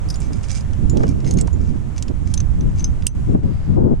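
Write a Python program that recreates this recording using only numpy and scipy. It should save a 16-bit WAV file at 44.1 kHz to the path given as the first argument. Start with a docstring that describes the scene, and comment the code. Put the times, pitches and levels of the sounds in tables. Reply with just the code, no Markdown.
"""On a rock face, a body-worn stereo microphone close to a climber working a carabiner out of a bolt hanger.
The carabiner first swings and clinks freely, then scrapes, clacks and grinds in the hand; once it is off,
the sprung gate snaps shut. The wall scatters the metal's sound back. Hand and gear knock dully and the
sling slides; wind buffets both microphone ports over a faint outdoor hiss."""
import sys
import numpy as np
from scipy import signal
from scipy.fft import rfft, irfft, next_fast_len
from scipy.io import wavfile
from scipy.ndimage import uniform_filter1d, minimum_filter1d, map_coordinates

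SR = 44100
rng = np.random.default_rng(int(sys.argv[2]) if len(sys.argv) > 2 else 0)


def store_pcm(level_fs):
    """Save levels as 16-bit WAV."""
    pcm = np.round(np.clip(level_fs, -1, 1) * 32767).astype(np.int16)
    wavfile.write(sys.argv[1], SR, np.atleast_2d(pcm).T)


N = 176400
METAL_RISE_S, DULL_RISE_S = 0.00033, 0.0019

# likeness of the wind at the two ports (frequency [Hz], left-right correlation)
WIND_ALIKE = [(30, -0.33), (70, -0.1), (130, 0.25), (250, -0.26), (500, -0.79), (1200, -0.95)]
# spectra of soft and of sharp wind on a port (frequency [Hz], level [dB])
SOFT_WIND = [(40, 1), (80, -0.5), (120, 1), (200, -2), (300, -8.5), (500, -22.5), (800, -41.5), (1500, -57),
             (4000, -81)]
SHARP_WIND = [(60, -3), (120, -0.5), (240, -0.5), (400, -4.5), (600, -13.5), (900, -23.5), (1500, -39.5),
              (4000, -110)]
# spectrum of rubbed metal (frequency [Hz], level [dB])
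SCRAPE_COLOUR = [(400, -23), (1300, 1.5), (2500, -1), (5200, 4), (7500, 2), (9200, 3), (10500, -29),
                 (15000, -66)]


def amp(db):
    """Decibels to gain."""
    return 10 ** (np.asarray(db) / 20)


def unit(x):
    """Scaled to rms 1."""
    return x / np.sqrt(np.mean(x ** 2) + 1e-20)


def along(points, hz):
    """(frequency [Hz], value) points read on a log axis."""
    f, v = np.transpose(points)
    return np.interp(np.log(hz + 1), np.log(f + 1), v)


def curves(rows):
    """One value per sample for each column after the time."""
    s, *cols = np.transpose(rows)
    return [np.interp(np.arange(N) / SR, s, c) for c in cols]


def wobble(rate):
    """A smooth random curve, rate knots a second."""
    return map_coordinates(rng.standard_normal(int(N * rate / SR) + 4), [np.arange(N) * rate / SR])


def filtered(x, response):
    """x shaped by a frequency response."""
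    n = x.shape[-1]
    m = next_fast_len(n + 8192)
    return irfft(rfft(x, m) * response(np.fft.rfftfreq(m, 1 / SR)), m)[..., :n]


def panned(db):
    """Left and right gains with a mean of 1 for a left-right difference."""
    g = np.atleast_1d(amp(db))
    return np.array([2 * g, 2 * np.ones_like(g)]) / (1 + g)


def add(track, s, sound):
    """Mix a sound into the track at time s."""
    part = track[:, max(round(s * SR), 0):][:, :sound.shape[-1]]
    part += sound[..., :part.shape[-1]]


def blend(a, b, share):
    """Equal-power mix from a to b."""
    return np.sqrt(1 - share) * a + np.sqrt(share) * b


def rush(colour, alike=WIND_ALIKE):
    """Stereo noise of rms 1 with a given spectrum and left-right correlation."""
    def response(hz):
        angle = np.arccos(along(alike, hz)) / 2
        return amp(along(colour, hz)) * [np.cos(angle), np.sin(angle)]
    mid, side = filtered(rng.standard_normal((2, N)), response)
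    return unit(np.array([mid + side, mid - side]))


def wind():
    """Moving air on the microphone ports: a deep rumble and a light, wavering breeze."""
    # course of the rumble (time [s], level [dB], left-right [dB])
    rumble_course = [(0, -21, -9.5), (.45, -22.5, -9.5), (.95, -17.5, -10), (1.15, -19.5, -7),
                     (1.6, -17, -9.5), (1.9, -24, -10.5), (2.47, -16, -13.5), (2.65, -15.5, 9.5),
                     (3, -18, -9), (3.32, -16.5, -2), (3.5, -21, 1.5), (4, -16.5, -1.5)]
    # its spectrum (frequency [Hz], level [dB])
    rumble_colour = [(22, -2.5), (36, -5), (70, -2), (120, -9), (200, -20), (400, -40.5), (1000, -84.5)]
    breeze_side = [(0, -4.5), (2.45, -8), (2.651, -5), (4, 15)]  # (time [s], left-right [dB])
    level_db, pan_db = curves(rumble_course)
    rumble = amp(level_db) * panned(pan_db) * rush(rumble_colour)
    breeze = amp(-30 + 3.3 * wobble(rate=14)) * panned(curves(breeze_side)[0]) * rush(SOFT_WIND)
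    return rumble + breeze


def outdoor_hiss():
    """Faint outdoor hiss, duller near the end, ducked by the gain control in the last strong gust."""
    # spectrum of the hiss (frequency [Hz], level [dB])
    colour = [(500, 0.5), (1000, -3.5), (3000, -16.5), (4600, -23), (7000, -19), (9500, -25),
              (13000, -36.5), (15500, -61.5)]
    # its likeness at the two ports (frequency [Hz], left-right correlation)
    alike = [(1500, 0.058), (5000, 0.26), (10000, 0.067)]
    # hiss level, with the dip of the recorder's gain control drawn in at 3.82 s (time [s], level [dB])
    levels = [(0, -40.5), (.8, -42), (1.8, -44), (3.72, -43), (3.82, -47), (4, -44)]
    treble_hz, treble_course = 5360, [(3.33, 0.5), (3.45, -3)]  # lower edge; (time [s], gain [dB])
    (level_db,), (treble_db,) = curves(levels), curves(treble_course)
    hiss = rush(colour, alike)
    treble = filtered(hiss, lambda hz: hz > treble_hz)
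    return amp(level_db) * (hiss + (amp(treble_db) - 1) * treble)


def gusts(edge_s=0.029, flutter_hz=45.17, flutter_db=1.5):
    """Gusts swell and flutter across the ports."""
    # each gust (start [s], length [s], level [dB], sharpness [0-1], left-right [dB])
    puffs = [(0.058, 0.031, -17.5, 0, -26), (0.769, 0.18, -21, 0, -13.5), (0.917, 0.17, -16.5, 0.42, -7),
             (1.064, 0.155, -18.5, 0.06, -4), (1.214, 0.27, -18.5, 0.23, -6),
             (1.523, 0.26, -22, 0.07, -6.5), (2.081, 0.049, -19.5, 0.44, -12), (2.566, .16, -20, 0.06, 2.5),
             (3.172, 0.056, -23, 0.02, -3), (3.264, 0.16, -16.5, 0.11, 6), (3.408, 0.13, -17.5, 0.05, 9.5),
             (3.664, 0.15, -18, 0.04, 7), (3.754, 0.2, -11.5, 0.92, 7)]
    out, t = np.zeros((2, N)), np.arange(N) / SR
    soft, sharp = rush(SOFT_WIND), rush(SHARP_WIND)
    flutter = amp(flutter_db * wobble(flutter_hz))
    for s, length, db, sharpness, pan_db in puffs:
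        swell = np.clip(np.minimum(t - s, s + length - t) / edge_s, 0, 1)
        out += amp(db) * panned(pan_db) * swell * flutter * blend(soft, sharp, sharpness)
    return out


def blow(modes, crack_db, bright_db=0, crack_t60=0.024, scatter_db=3):
    """Metal hits metal: decaying modes and a noisy crack, tilted bright_db an octave about 6 kHz."""
    # spectrum of the crack (frequency [Hz], level [dB])
    crack_colour = [(300, 4.5), (1000, 3.5), (2000, 1), (3000, 7.5), (6500, 12.5), (9000, 6.5),
                    (11000, -7.5), (16000, -30.5)]
    t = np.arange(SR // 5) / SR
    hz, db, t60 = np.transpose(modes)[:, :, None]
    tilt = lambda f: bright_db * np.log2(np.maximum(f, 2000) / 6000)
    gain = amp(db + tilt(hz) + scatter_db * rng.uniform(-0.86, 1, hz.shape))
    phase = 2 * np.pi * (hz * t + rng.random(hz.shape))
    ring = np.sum(gain * amp(-60 * t / t60) * np.sin(phase), 0) / np.linalg.norm(gain)
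    crack = unit(filtered(rng.standard_normal(len(t)), lambda f: amp(along(crack_colour, f) + tilt(f))))
    return (ring + amp(crack_db - 60 * t / crack_t60) * crack) * (1 - np.exp(-t / METAL_RISE_S))


def clinks():
    """The carabiner swings on the hanger and rings freely."""
    # swings against the hanger (time [s], level [dB])
    hits = [(0.0877, -31.5), (0.1012, -25.5), (0.1029, -20), (0.1418, -28)]
    # modes of the dangling carabiner (frequency [Hz], level [dB], t60 [s])
    modes = [(4650, -5, .036), (5010, -1, .032), (5500, -3, .034), (5950, -7, .025), (9055, -9, .06),
             (11420, -23, .05)]
    out = np.zeros((1, N))
    for s, db in hits:
        add(out, s, amp(db) * blow(modes, crack_db=-11.5))
    return out


def rock(x, level_db=-12, t60=0.045, delay_s=0.003):
    """A brief diffuse answer from the rough wall close by."""
    t = np.arange(SR // 5) / SR
    tail = rng.standard_normal((2, len(t))) * amp(-60 * t / t60) * (t > delay_s)
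    return amp(level_db) * signal.fftconvolve(x, tail / np.linalg.norm(tail[0]), axes=1)[:, :N]


def slips(per_s=420, spread_db=5, rubbing=0.35):
    """The force of sliding metal: tiny slips of uneven size over a little smooth rubbing."""
    slipping = rng.random(N) < per_s / SR
    size = amp(spread_db * np.minimum(rng.exponential(size=N), 3))
    jerks = slipping * size * rng.choice([-1, 1], N)
    return unit(unit(jerks) + rubbing * rng.standard_normal(N))


def scrapes(rise_share=0.23):
    """Light sliding over rock and hanger swells and fades with each stroke and excites the metal."""
    # strokes (start [s], length [s], level [dB])
    strokes = [(0.112, 0.066, -46), (0.2, 0.093, -44), (0.31, 0.12, -46), (0.42, 0.086, -45),
               (0.479, 0.15, -35), (0.98, 0.11, -48), (1.054, 0.088, -47.5), (1.572, 0.24, -51.5),
               (1.95, 0.078, -48.5), (2.253, 0.099, -45), (2.755, 0.1, -44.5)]
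    # resonances of the sliding metal (frequency [Hz], width [Hz], level [dB])
    rings = [(2310, 35, 19), (2730, 40, 8), (4950, 70, 14), (5540, 70, 13), (6170, 45, 18), (7020, 50, 13)]

    def body(f):
        peaks = sum(amp(db) * 1j * f * w / (hz * hz - f * f + 1j * f * w) for hz, w, db in rings)
        return amp(along(SCRAPE_COLOUR, f)) + peaks
    t = np.arange(N) / SR
    level = sum(amp(db) * np.interp((t - s) / length, [0, rise_share, 1], [0, 1, 0])
                for s, length, db in strokes)
    force = slips()
    return filtered(force * level, body) / np.std(filtered(force, body))


def contacts():
    """Each touch on the hanger clacks; the grip decides which note rings on, and for how long."""
    # touches (time [s], clack [dB], brightness [dB/octave], note [Hz], note level [dB], note t60 [s])
    touches = [ (0.157, -34, 1, 6980, -35, 0.078), (0.203, -37, 11, 7600, -42, 0.12),
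               (0.332, -36.5, 0, 5000, -39.5, 0.059), (0.44, -35.5, -12, 4950, -57, .05),
               (0.496, -37, -16, 5500, -40, .02), (0.505, -29.5, -6.5, 5830, -25, 0.024),
               (.607, -42, 0, 4950, -39, 0.045), (.733, -38, -5, 6100, -42, .02),
               (.897, -26.5, 8, 7090, -27.5, 0.1), (0.971, -25.5, -3.5, 6050, -36, 0.043),
               (1.033, -32, -3, 2937, -51.5, 0.42), (1.08, -37, -3, 2360, -45.5, 0.12),
               (1.09, -32, 6, 5577, -44.5, 0.16), (1.203, -40, -3, 5600, -56, .1),
               (1.245, -34, -6, 5500, -44, 0.037), (1.310, -24.5, 2.5, 6510, -18, 0.026),
               (1.338, -34, 9, 8350, -33, 0.027), (1.372, -35.5, -5, 6450, -22.5, 0.025),
               (1.4118, -26.5, 1.5, 7650, -3, 0.0037), (1.473, -31.5, 0.5, 6150, -44, 0.018),
               (1.53, -46, 11, 6960, -36.5, 0.064), (1.98, -28.5, -3.5, 6030, -21, 0.0095),
               (2.0247, -23.5, 1, 6300, -23, 0.01), (2.082, -33, -6, 5200, -32, 0.011),
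               (2.339, -16, 4, 5500, -21, 0.017), (2.376, -26, -2.5, 6190, -16.5, 0.026),
               (2.403, -28, -4.5, 6270, -16.5, 0.016), (2.609, -39, -8, 6100, -26.5, 0.012),
               (2.794, -42, -6, 6130, -30.5, 0.11), (2.805, -33, -4, 6130, -27, 0.052),
               (2.843, -26.5, 0.5, 6170, -8, 0.017), (2.8427, -41, 15, 5200, -30, 0.064),
               (2.845, -38, -5, 6190, -30, 0.11), (3.023, -35, -11, 4870, -39, .02)]
    # modes of the heavily damped hanger (frequency [Hz], level [dB], t60 [s])
    modes = [(2690, 3, 0.013), (3390, 4, 0.011), (3920, -13.5, 0.04), (4570, -6, 0.037), (5550, 11, 0.011),
             (6760, 7.5, 0.023), (8030, -9, 0.022), (9040, 2, 0.022), (9800, -1.5, 0.019),
             (14200, -30, .012)]
    out, t = np.zeros((1, N)), np.arange(SR // 5) / SR
    rise = 1 - np.exp(-t / METAL_RISE_S)
    for s, db, bright_db, note_hz, note_db, t60 in touches:
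        note = amp(note_db - 60 * t / t60) * np.sin(2 * np.pi * note_hz * t) * rise
        add(out, s, amp(db) * blow(modes, crack_db=-2.5, bright_db=bright_db) + note)
    return out


def thumps(t60=0.052):
    """Short dull thumps of wind at the ports."""
    # each thump (time [s], level [dB], reach into the treble [0-1], left-right [dB])
    buffets = [(.302, -20, 0.06, -4), (0.965, -12, 0, -3.5), (1.003, -14, 0.4, -1),
               (1.034, -4.5, 0.23, 1.5), (3.297, -13, 0, 4.5), (3.347, 0.5, 0.02, 0.5)]
    # spectrum of the hardest buffeting (frequency [Hz], level [dB])
    colour = [(80, -20), (200, 2), (650, 3.5), (980, -8.5), (1500, -9), (8000, -64)]
    out, t = np.zeros((2, N)), np.arange(N) / SR
    sharp, hard = rush(SHARP_WIND), rush(colour)
    for s, db, reach, pan_db in buffets:
        age = np.maximum(t - s, 0)
        level = amp(db - 60 * age / t60) * (1 - np.exp(-age / DULL_RISE_S))
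        out += level * panned(pan_db) * blend(sharp, hard, reach)
    return out


def knocks(t60=0.025, grit_db=-7):
    """Hand and gear knock on the rock: a quickly damped tone with some grit."""
    # each knock (time [s], level [dB], pitch [Hz])
    hits = [(1.003, -30.5, 1210), (1.033, -18.5, 622), (1.477, -20, 926), (3.348, -19, 415)]
    out, t = np.zeros((1, N)), np.arange(SR // 10) / SR
    for s, db, hz in hits:
        band = lambda f: f * hz / (hz * hz + f * f) / (1 + (f / hz / 2) ** 2)
        grit = unit(filtered(rng.standard_normal(len(t)), band))
        sound = np.sin(2 * np.pi * hz * t) + amp(grit_db) * grit
        add(out, s, amp(db - 60 * t / t60) * (1 - np.exp(-t / DULL_RISE_S)) * sound)
    return out


def grinds(climb=0.02, waver=0.014, waver_hz=120, rasp_share=0.2):
    """Pressed into the hanger, the carabiner rasps; its notes climb and waver as the contact moves."""
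    # presses (start [s], length [s], level [dB], pitch [ratio])
    presses = [(1.251, 0.084, -42.5, .985), (1.371, 0.045, -38, 1.02)]
    # resonances of the pressed metal (frequency at ratio 1 [Hz], width [Hz], level [dB])
    rings = [(2144, 155, -1), (2810, 69, -6), (4220, 74, -4.5), (5260, 100, 3), (6450, 78, 10.5),
             (8700, 190, -12.5)]
    out, t = np.zeros(N), np.arange(N) / SR
    for s, length, db, pitch in presses:
        progress = np.clip((t - s) / length, 0, 1)
        force = slips() * np.sqrt(np.abs(np.sin(np.pi * progress)))
        warped_time = np.cumsum(pitch + climb * progress + waver * wobble(waver_hz)) / SR
        ring = np.zeros(N)
        for hz, width_hz, mode_db in rings:
            spin = np.exp(2j * np.pi * hz * warped_time)  # carries a one-pole filter to the moving note
            pole = np.exp(-np.pi * width_hz / SR)
            ring += amp(mode_db) * np.real(spin * signal.lfilter([1 - pole], [1, -pole], force / spin))
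        rasp = filtered(force, lambda f: amp(along(SCRAPE_COLOUR, f)))
        sound = blend(unit(ring), unit(rasp), rasp_share)
        out += amp(db) * sound * np.sqrt(length * SR) / np.linalg.norm(sound)
    return out


def gate():
    """The sprung gate hits the nose of the carabiner and chatters once."""
    # hits on the nose (time [s], level [dB])
    snaps = [(3.0669, -5.5), (3.0678, 4)]
    # modes of the closing gate (frequency [Hz], level [dB], t60 [s])
    modes = [(2720, -8, .016), (3100, -11, .011), (5070, -8, .018), (6130, -25, .11), (6150, -7, .011),
             (6750, -6, .01), (7780, -.5, .014), (8680, 5, .013), (9900, -12, .01), (11320, -14, .016),
             (12610, -14, .009), (14110, -15, .008)]
    out = np.zeros((1, N))
    for s, db in snaps:
        add(out, s, amp(db) * blow(modes, crack_db=-20.5))
    return out


def sling(start_s=3.38, length_s=0.42, level_db=-65, hz=4760, width_hz=300):
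    """The sliding sling gives a faint, narrow swish."""
    swell = np.sin(np.pi * np.clip((np.arange(N) / SR - start_s) / length_s, 0, 1))
    swish = filtered(rng.standard_normal((2, N)), lambda f: 1 / (1 + ((f - hz) / width_hz) ** 2))
    return amp(level_db) * swell * unit(swish)


def scene(rub_top_hz=12000):
    """The metal within arm's reach of the microphone, the rock just behind it, wind on the ports."""
    # where the carabiner hangs before the microphone (time [s], left-right [dB])
    place = [(.1, 5), (.25, -4.5), (.6, -8.5), (.9, 6), (1.4, 2.5), (2.3, 4.5)]
    # the right port is brighter (frequency [Hz], left-right [dB])
    port_tilt = [(2000, -4.5), (6200, -1.5), (7300, -16), (9500, -23.5), (11000, -13), (15000, -1.5)]
    rubbing = filtered(scrapes() + grinds(), lambda hz: 1 / (1 + (hz / rub_top_hz) ** 10))
    metal = (clinks() + contacts() + gate() + rubbing) * panned(curves(place)[0])
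    metal = filtered(metal, lambda hz: panned(along(port_tilt, hz)))
    return wind() + outdoor_hiss() + gusts() + metal + rock(metal) + thumps() + knocks() + sling()


def record(dry, ceiling=0.95, hold_s=0.081, top_hz=16400):
    """The recorder's limiter ducks briefly at the loudest peaks; nothing is kept above top_hz."""
    needed_gain = np.minimum(1, ceiling / (np.abs(dry).max(0) + 1e-9))
    hold, ahead = 2 * int(hold_s * SR / 2) + 1, 40  # samples
    held_gain = minimum_filter1d(needed_gain, hold, origin=hold // 2 - ahead)
    return filtered(dry * uniform_filter1d(held_gain, ahead), lambda hz: hz < top_hz)


dry = scene()
out = record(dry)
store_pcm(out)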